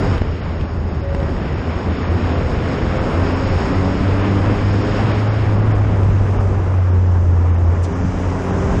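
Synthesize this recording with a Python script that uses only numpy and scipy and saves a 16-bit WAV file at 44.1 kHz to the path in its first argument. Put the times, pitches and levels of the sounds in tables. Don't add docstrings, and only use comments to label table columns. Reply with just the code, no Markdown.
import sys
import numpy as np
from scipy import signal
from scipy.fft import rfft, irfft
from scipy.io import wavfile
from scipy.ndimage import uniform_filter1d

SR = 44100
rng = np.random.default_rng(int(sys.argv[2]) if len(sys.argv) > 2 else 0)


def dump(signal):
    limited = np.clip(np.atleast_2d(signal).T, -1, 1)
    pcm = np.round(limited * 32767).astype(np.int16)
    wavfile.write(sys.argv[1], SR, pcm)


def voltage_ratio(level):
    return 10 ** (np.asarray(level, float) / 20)


N = 388080
TIME = np.arange(N) / SR

# time_s, crank_turns_hz
CRANK_SPEED = [(0, 91), (.3, 85.5), (.8, 80.2), (1.05, 79.4), (1.35, 79.4), (2.2, 84.2), (3, 87.1),
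               (3.6, 91.3), (4.9, 103.2), (5.4, 107), (5.55, 102.5), (5.66, 107.3), (5.8, 101.5),
               (6.05, 98.8), (7.15, 88.5), (7.7, 85.2), (7.82, 88.3), (8.8, 92.5)]
# time_s, level_db
MOUNT_SHAKE = [(0, -26), (1, -22.5), (2.45, -23), (2.65, -41), (3, -28.5), (3.15, -16.5), (3.55, -25.5),
               (3.8, -18.5), (4.4, -15.5), (4.75, -18.5), (5.35, -20), (5.7, -13.5), (6.6, -13.5), (7, -11),
               (7.7, -11), (7.83, -15), (7.89, -22), (8.8, -23)]
# start_s, end_s, second_order_db, third_order_db
FIRING_SPELLS = [
    (-.1, .2, -47, -37),
    (1.607, 2.754, -45, -32.5),
    (3.15, 3.494, -38, -28.5),
    (3.673, 4.538, -26, -25.5),
    (4.504, 5.148, -30.5, -29.5),
    (5.496, 5.73, -28.5, -48),
    (6.2, 7.6, -35.5, -58),
    (7.881, 8.2, -26.5, -29),
    (8.194, 8.508, -29, -29.5),
    (8.468, 9, -24, -32),
]
# start_s, end_s, order_per_turn, level_db
PANEL_BUZZ = [(1.01, 1.28, 7, -30), (1.02, 1.3, 24, -46.5), (2.2, 3.2, 6, -35), (3.3, 4.3, 6, -34),
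              (3.5, 4.3, 4.25, -34.5), (4.25, 5.35, 4, -36), (4.7, 5, 5, -31.5), (4.4, 5.1, 2.5, -33.5),
              (6.25, 7.15, 4.25, -38.5), (9, 16, 2.5, -34), (8.22, 9, 4.25, -30.5), (2.2, 1.8, 4.25, -33),
              (8.3, 10, 6, -48), (8.5, 11, 7, -40.5), (1.7, 2.7, 3.5, -36.5), (2.6, 3.3, 3.75, -35.5),
              (7.85, 8.05, 4.5, -34.5), (4.3, 4.75, 1.5, -31.5), (1.3, 1.8, 4.5, -38.5),
              (2.85, 3.4, 2.75, -31)]
# time_s, road_db, buffet_db, shake_db
TRACK_BUMPS = [(.12, 4, 3.5, 12.5), (.19, 1, -11, -3), (.44, 4.5, -2, -4), (.61, 8, 2, 4),
               (.69, -8, -5.5, -4), (.79, 7, -2.5, 1.5), (0.969, 5, 1, -11), (1.1, 0.5, -5, 6),
               (1.8, -0.5, 1.5, -10), (1.9, -2, 3.5, 6), (2, -3.5, 0.5, -16), (2.12, 1, 5.5, 3),
               (2.72, -5.5, 3, -1), (2.84, 2.5, 4.5, 5), (3.53, 7, .5, 5), (4, 5, -2.5, -6),
               (4.1, -3, 3, 3), (4.258, -8, 2, -4), (4.58, 7.5, -1, -5), (5.221, -4.5, -1, -1.5),
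               (5.509, 6, .5, 1), (5.7, 2, .5, 2), (5.93, 9, 2.5, 0.5), (6.12, -2, 2.5, 1),
               (6.37, 4.5, 3.5, -0.5), (6.461, -1.5, -3, 1.5), (6.69, 8, -1.5, -1.5), (7.76, 1, .5, -2),
               (8.06, 1.5, -4.5, 5.5), (8.75, 5.5, 4.5, -8)]
# time_s, engine_load_db, airflow_db
LOAD_AND_AIR = [(0, 7, -4.5), (.155, 7, -5.5), (.2, -0.5, -19), (1, -3, -19.5), (1.4, 0.5, -11),
                (1.85, 2, -8.5), (2.3, 3.5, -4.5), (3, 5, 2.5), (3.6, 8.5, 1), (4.2, 4, 4), (5, 7.5, 4.5),
                (5.5, 1.5, -1.5), (5.75, -4.5, 3), (6.3, -6, 5.5), (6.75, -11, 3), (7.7, -11, 3.5),
                (7.95, -9, 7.5), (8.8, -2, 12.5)]
# db_per_load_db, db_per_airflow_db, lurch_db
NOISE_FOLLOWS = [
    (.1, 0.0845, 2),
    (.3, 0.06, 1.07),
    (.33, 0.2254, 1.05),
    (.7, 0.1139, 1.26),
]
NOISE_PITCH = [45, 200, 950, 3300]
# start_s, end_s, lifts_db (road, buffet, intake, rasp)
ROUGH_SURFACE = (5.2, 6.7, [3, 1.1, 1.5, .5])
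# pitch_hz, level_db (per Hz)
ROAR_COLOUR = [(15, -10), (25, -9), (60, -2), (90, -3.5), (155, -8.5), (290, -12.5), (520, -16.5),
               (740, -20), (1100, -22.5), (1600, -27.5), (2300, -33), (3000, -38), (4200, -49),
               (6000, -65.5)]
# pitch_hz, width_hz, level_db
RINGING_PANELS = [
    (406, 29, -38),
    (500, 58, -49.5),
    (1030, 140, -50.5),
]
# pitch_hz, level_db (per Hz)
WHISTLE_COLOUR = [(3600, 0.5), (4200, -1.5), (5000, 7.5), (5600, 3.5), (5880, -18.5), (6060, -25.5),
                  (6250, -14.5), (6540, 3), (6900, -5.5), (8000, -12.5), (9100, -32), (9900, -47.5),
                  (12500, -65)]
# pitch_hz, level_db (per Hz)
HISS_COLOUR = [(3400, -21), (4300, -12), (4900, 2), (6600, 1.5), (8000, -7), (9100, -17), (10000, -31.5),
               (12500, -55)]
# start_s, thud_db, thud_pitch_hz, crack_db
CHASSIS_KNOCKS = [(.180, -17, 500, -18), (0.214, -2, 149, -17), (.219, -4, 426, -20.5),
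                  (0.611, -13, 130, -20), (1.148, -5.5, 450, -16), (1.201, -15, 500, -23),
                  (1.229, -9, 500, -25), (1.365, -7, 109, -24.5), (1.456, -10, 450, -31),
                  (2.235, -16, 240, -27), (4.009, -3, 198, -23), (6.032, -6.5, 261, -20),
                  (6.509, -19, 300, -35), (7.095, -20, 300, -35), (8.049, -2, 161, -25)]
# centre_s, length_s, from_hz, to_hz, level_db
MARKER_SWISHES = [
    (7.848, .016, 7000, 3600, -36),
    (6.43, .02, 6500, 4000, -55),
]

LURCH_PER_S = 9


def columns(table):
    s, *rest = np.transpose(table)
    return [np.interp(TIME, s, column) for column in rest]


def unit(x):
    return x / np.sqrt(np.mean(x ** 2))


def walk(rate_hz):
    hold = max(int(SR / rate_hz / 32), 1)
    slow = np.repeat(rng.standard_normal(N // 32 // hold + 2), hold)
    slow = uniform_filter1d(uniform_filter1d(slow, hold), hold)
    return np.interp(np.arange(N) / 32, np.arange(len(slow)), unit(slow))


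def bands(colour, octaves):
    hz, db = np.transpose(colour)
    pitch = np.log2(np.fft.rfftfreq(N, 1 / SR) + 1)
    spectrum = rfft(rng.standard_normal(N)) * voltage_ratio(np.interp(pitch, np.log2(hz), db, right=-120))
    for centre in np.arange(np.log2(hz[0]), np.log2(hz[-1]), octaves):
        distance = np.clip((pitch - centre) / octaves, -1, 1)
        share = np.cos(np.pi / 2 * distance) ** 2
        yield 2 ** centre, irfft(spectrum * share, N)


def ring(x, hz, width_hz):
    return signal.lfilter(*signal.iirpeak(hz, hz / width_hz, SR), x)


def spell(start, end, fade_s):
    return np.clip(np.minimum(TIME - start, end - TIME) / fade_s, 0, 1)


def bumps():
    s, *db = np.transpose(TRACK_BUMPS)
    coarse = TIME[::64]
    swell = np.array(db) @ np.exp(-((coarse - s[:, None]) / 0.035) ** 2)
    return [np.interp(TIME, coarse, row) for row in swell]


def engine_order(turns, order, db, waver_db, slip, span=slice(None)):
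    level = np.sqrt(2) * voltage_ratio(db + waver_db * walk(14)[span])
    phase = order * turns[span] + slip * walk(9)[span] + rng.uniform(0, 2 * np.pi)
    return level * np.sin(phase)


def engine(turns):
    shake_db = columns(MOUNT_SHAKE)[0]
    loose_db = 0.2 * np.clip(-11.5 - shake_db, 0, 15) * walk(LURCH_PER_S)
    out = engine_order(turns, 1, shake_db + loose_db + bumps()[2], waver_db=-0.63, slip=0.23)

    second = sum(spell(start, end, 0.031) * voltage_ratio(db) for start, end, db, _ in FIRING_SPELLS)
    third = sum(spell(start, end, 0.031) * voltage_ratio(db) for start, end, _, db in FIRING_SPELLS)
    out += second * engine_order(turns, 2, 1, waver_db=1.3, slip=.15)
    out += third * engine_order(turns, 3, 1, waver_db=1.3, slip=.2)

    for start, end, order, db in PANEL_BUZZ:
        span = slice(int(start * SR), int(end * SR))
        quarter_order = round(4 * order) / 4
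        buzz = engine_order(turns, quarter_order, db, waver_db=2.8, slip=.6, span=span)
        out[span] += spell(start, end, 0.031)[span] * buzz
    return out


def roar(turns):
    load_db, air_db = columns(LOAD_AND_AIR)
    levels = np.array([by_load * load_db + by_air * air_db + lurch_db * walk(LURCH_PER_S)
                       for by_load, by_air, lurch_db in NOISE_FOLLOWS])
    levels[:2] += bumps()[:2]
    rough_start, rough_end, lifts_db = ROUGH_SURFACE
    levels += np.outer(lifts_db, spell(rough_start, rough_end, .15))
    levels -= levels.mean(axis=1, keepdims=True)

    gust = walk(35)
    pulse_db = 0.64 * np.sin(turns) + 1.1 * np.sin(2 * turns)
    kinds = np.arange(len(NOISE_PITCH))
    out = 0
    for hz, band in bands(ROAR_COLOUR, octaves=0.607):
        place = np.interp(np.log(hz), np.log(NOISE_PITCH), kinds)
        weights = np.clip(1 - abs(place - kinds), 0, 1)
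        flicker_db = 0.42 * gust + 0.41 * walk(20)
        out += band * voltage_ratio(weights @ levels + flicker_db + pulse_db * (hz > 300))

    shaken = rng.standard_normal(N) * voltage_ratio(levels[2])
    panels = sum(voltage_ratio(db) * unit(ring(shaken, hz, width)) for hz, width, db in RINGING_PANELS)
    return voltage_ratio(-18) * unit(out) + panels


def whistle_and_hiss():
    load_db, air_db = columns(LOAD_AND_AIR)
    gust = walk(25)
    whistle = sum(band * voltage_ratio(0.75 * gust + 0.26 * walk(12)) for _, band in bands(WHISTLE_COLOUR, octaves=.3))
    hiss = sum(band * voltage_ratio(0.77 * walk(5.3)) for _, band in bands(HISS_COLOUR, octaves=0.48))
    cancelled = np.clip((load_db + 6) / 9, 0, .97)
    hiss -= cancelled * ring(hiss, 6060, width_hz=220)
    return unit(whistle) * voltage_ratio(-50 + load_db) + unit(hiss) * voltage_ratio(-58.5 + air_db)


def knocks():
    out = np.zeros(N + SR)
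    t = np.arange(SR // 20) / SR
    for s, thud_db, hz, crack_db in CHASSIS_KNOCKS:
        thud = -np.sin(2 * np.pi * hz * t) * np.exp(-(t * hz / 0.56) ** 2)
        burst = rng.standard_normal(len(t)) * np.exp(-t / 0.0029)
        crack = ring(ring(burst, 2400, width_hz=1600), 1400, width_hz=1800)
        out[int(s * SR):][:len(t)] += voltage_ratio(thud_db) * thud + voltage_ratio(crack_db + 4) * crack
    return out[:N]


def swish():
    out = 0
    for s, length, from_hz, to_hz, db in MARKER_SWISHES:
        x = (TIME - s) / length
        hz = from_hz + (to_hz - from_hz) * np.clip((x + 1) / 2, 0, 1)
        soft_noise = uniform_filter1d(uniform_filter1d(rng.standard_normal(N), size=8), size=6)
        carrier = np.sin(2 * np.pi * np.cumsum(hz) / SR)
        out += voltage_ratio(db) * np.exp(-x ** 2) * unit(soft_noise) * carrier
    return out


def scene():
    turns = 2 * np.pi * np.cumsum(columns(CRANK_SPEED)[0]) / SR
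    return (engine(turns) + roar(turns) + whistle_and_hiss() + knocks() + swish())[None]


def mute_weak_treble(x, floor_db, wander_db, follow):
    hz, _, tiles = signal.stft(x, SR, nperseg=2048, scaling="psd")
    band = (hz // 230).astype(int)
    power = np.array([np.mean(abs(tiles[band == b]) ** 2, axis=0) for b in range(band[-1] + 1)])
    treble = power[20:24].mean(axis=0)
    up = np.minimum(rng.exponential(size=len(treble)), 2.9) ** 2 / 2
    down = np.minimum(rng.exponential(size=len(treble)), 2.9) ** 2 / 3
    threshold = voltage_ratio(floor_db + wander_db * (up - down)) ** 2 * (treble / np.median(treble)) ** follow
    keep = (power[band] > threshold) | (hz[:, None] < 3800)
    return signal.istft(tiles * keep, SR, nperseg=2048, scaling="psd")[1][:N]


def band_limit(x):
    return signal.sosfilt(signal.butter(12, 12400, fs=SR, output="sos"), x)


def record(dry):
    x = signal.sosfilt(signal.butter(2, 19, "high", fs=SR, output="sos"), dry[0])
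    limited = np.tanh(1.276 * x) / 1.414
    mix = mute_weak_treble(limited, floor_db=-102, wander_db=3.0, follow=.35)
    return band_limit(mix[None])


dry = scene()
out = record(dry)
dump(out)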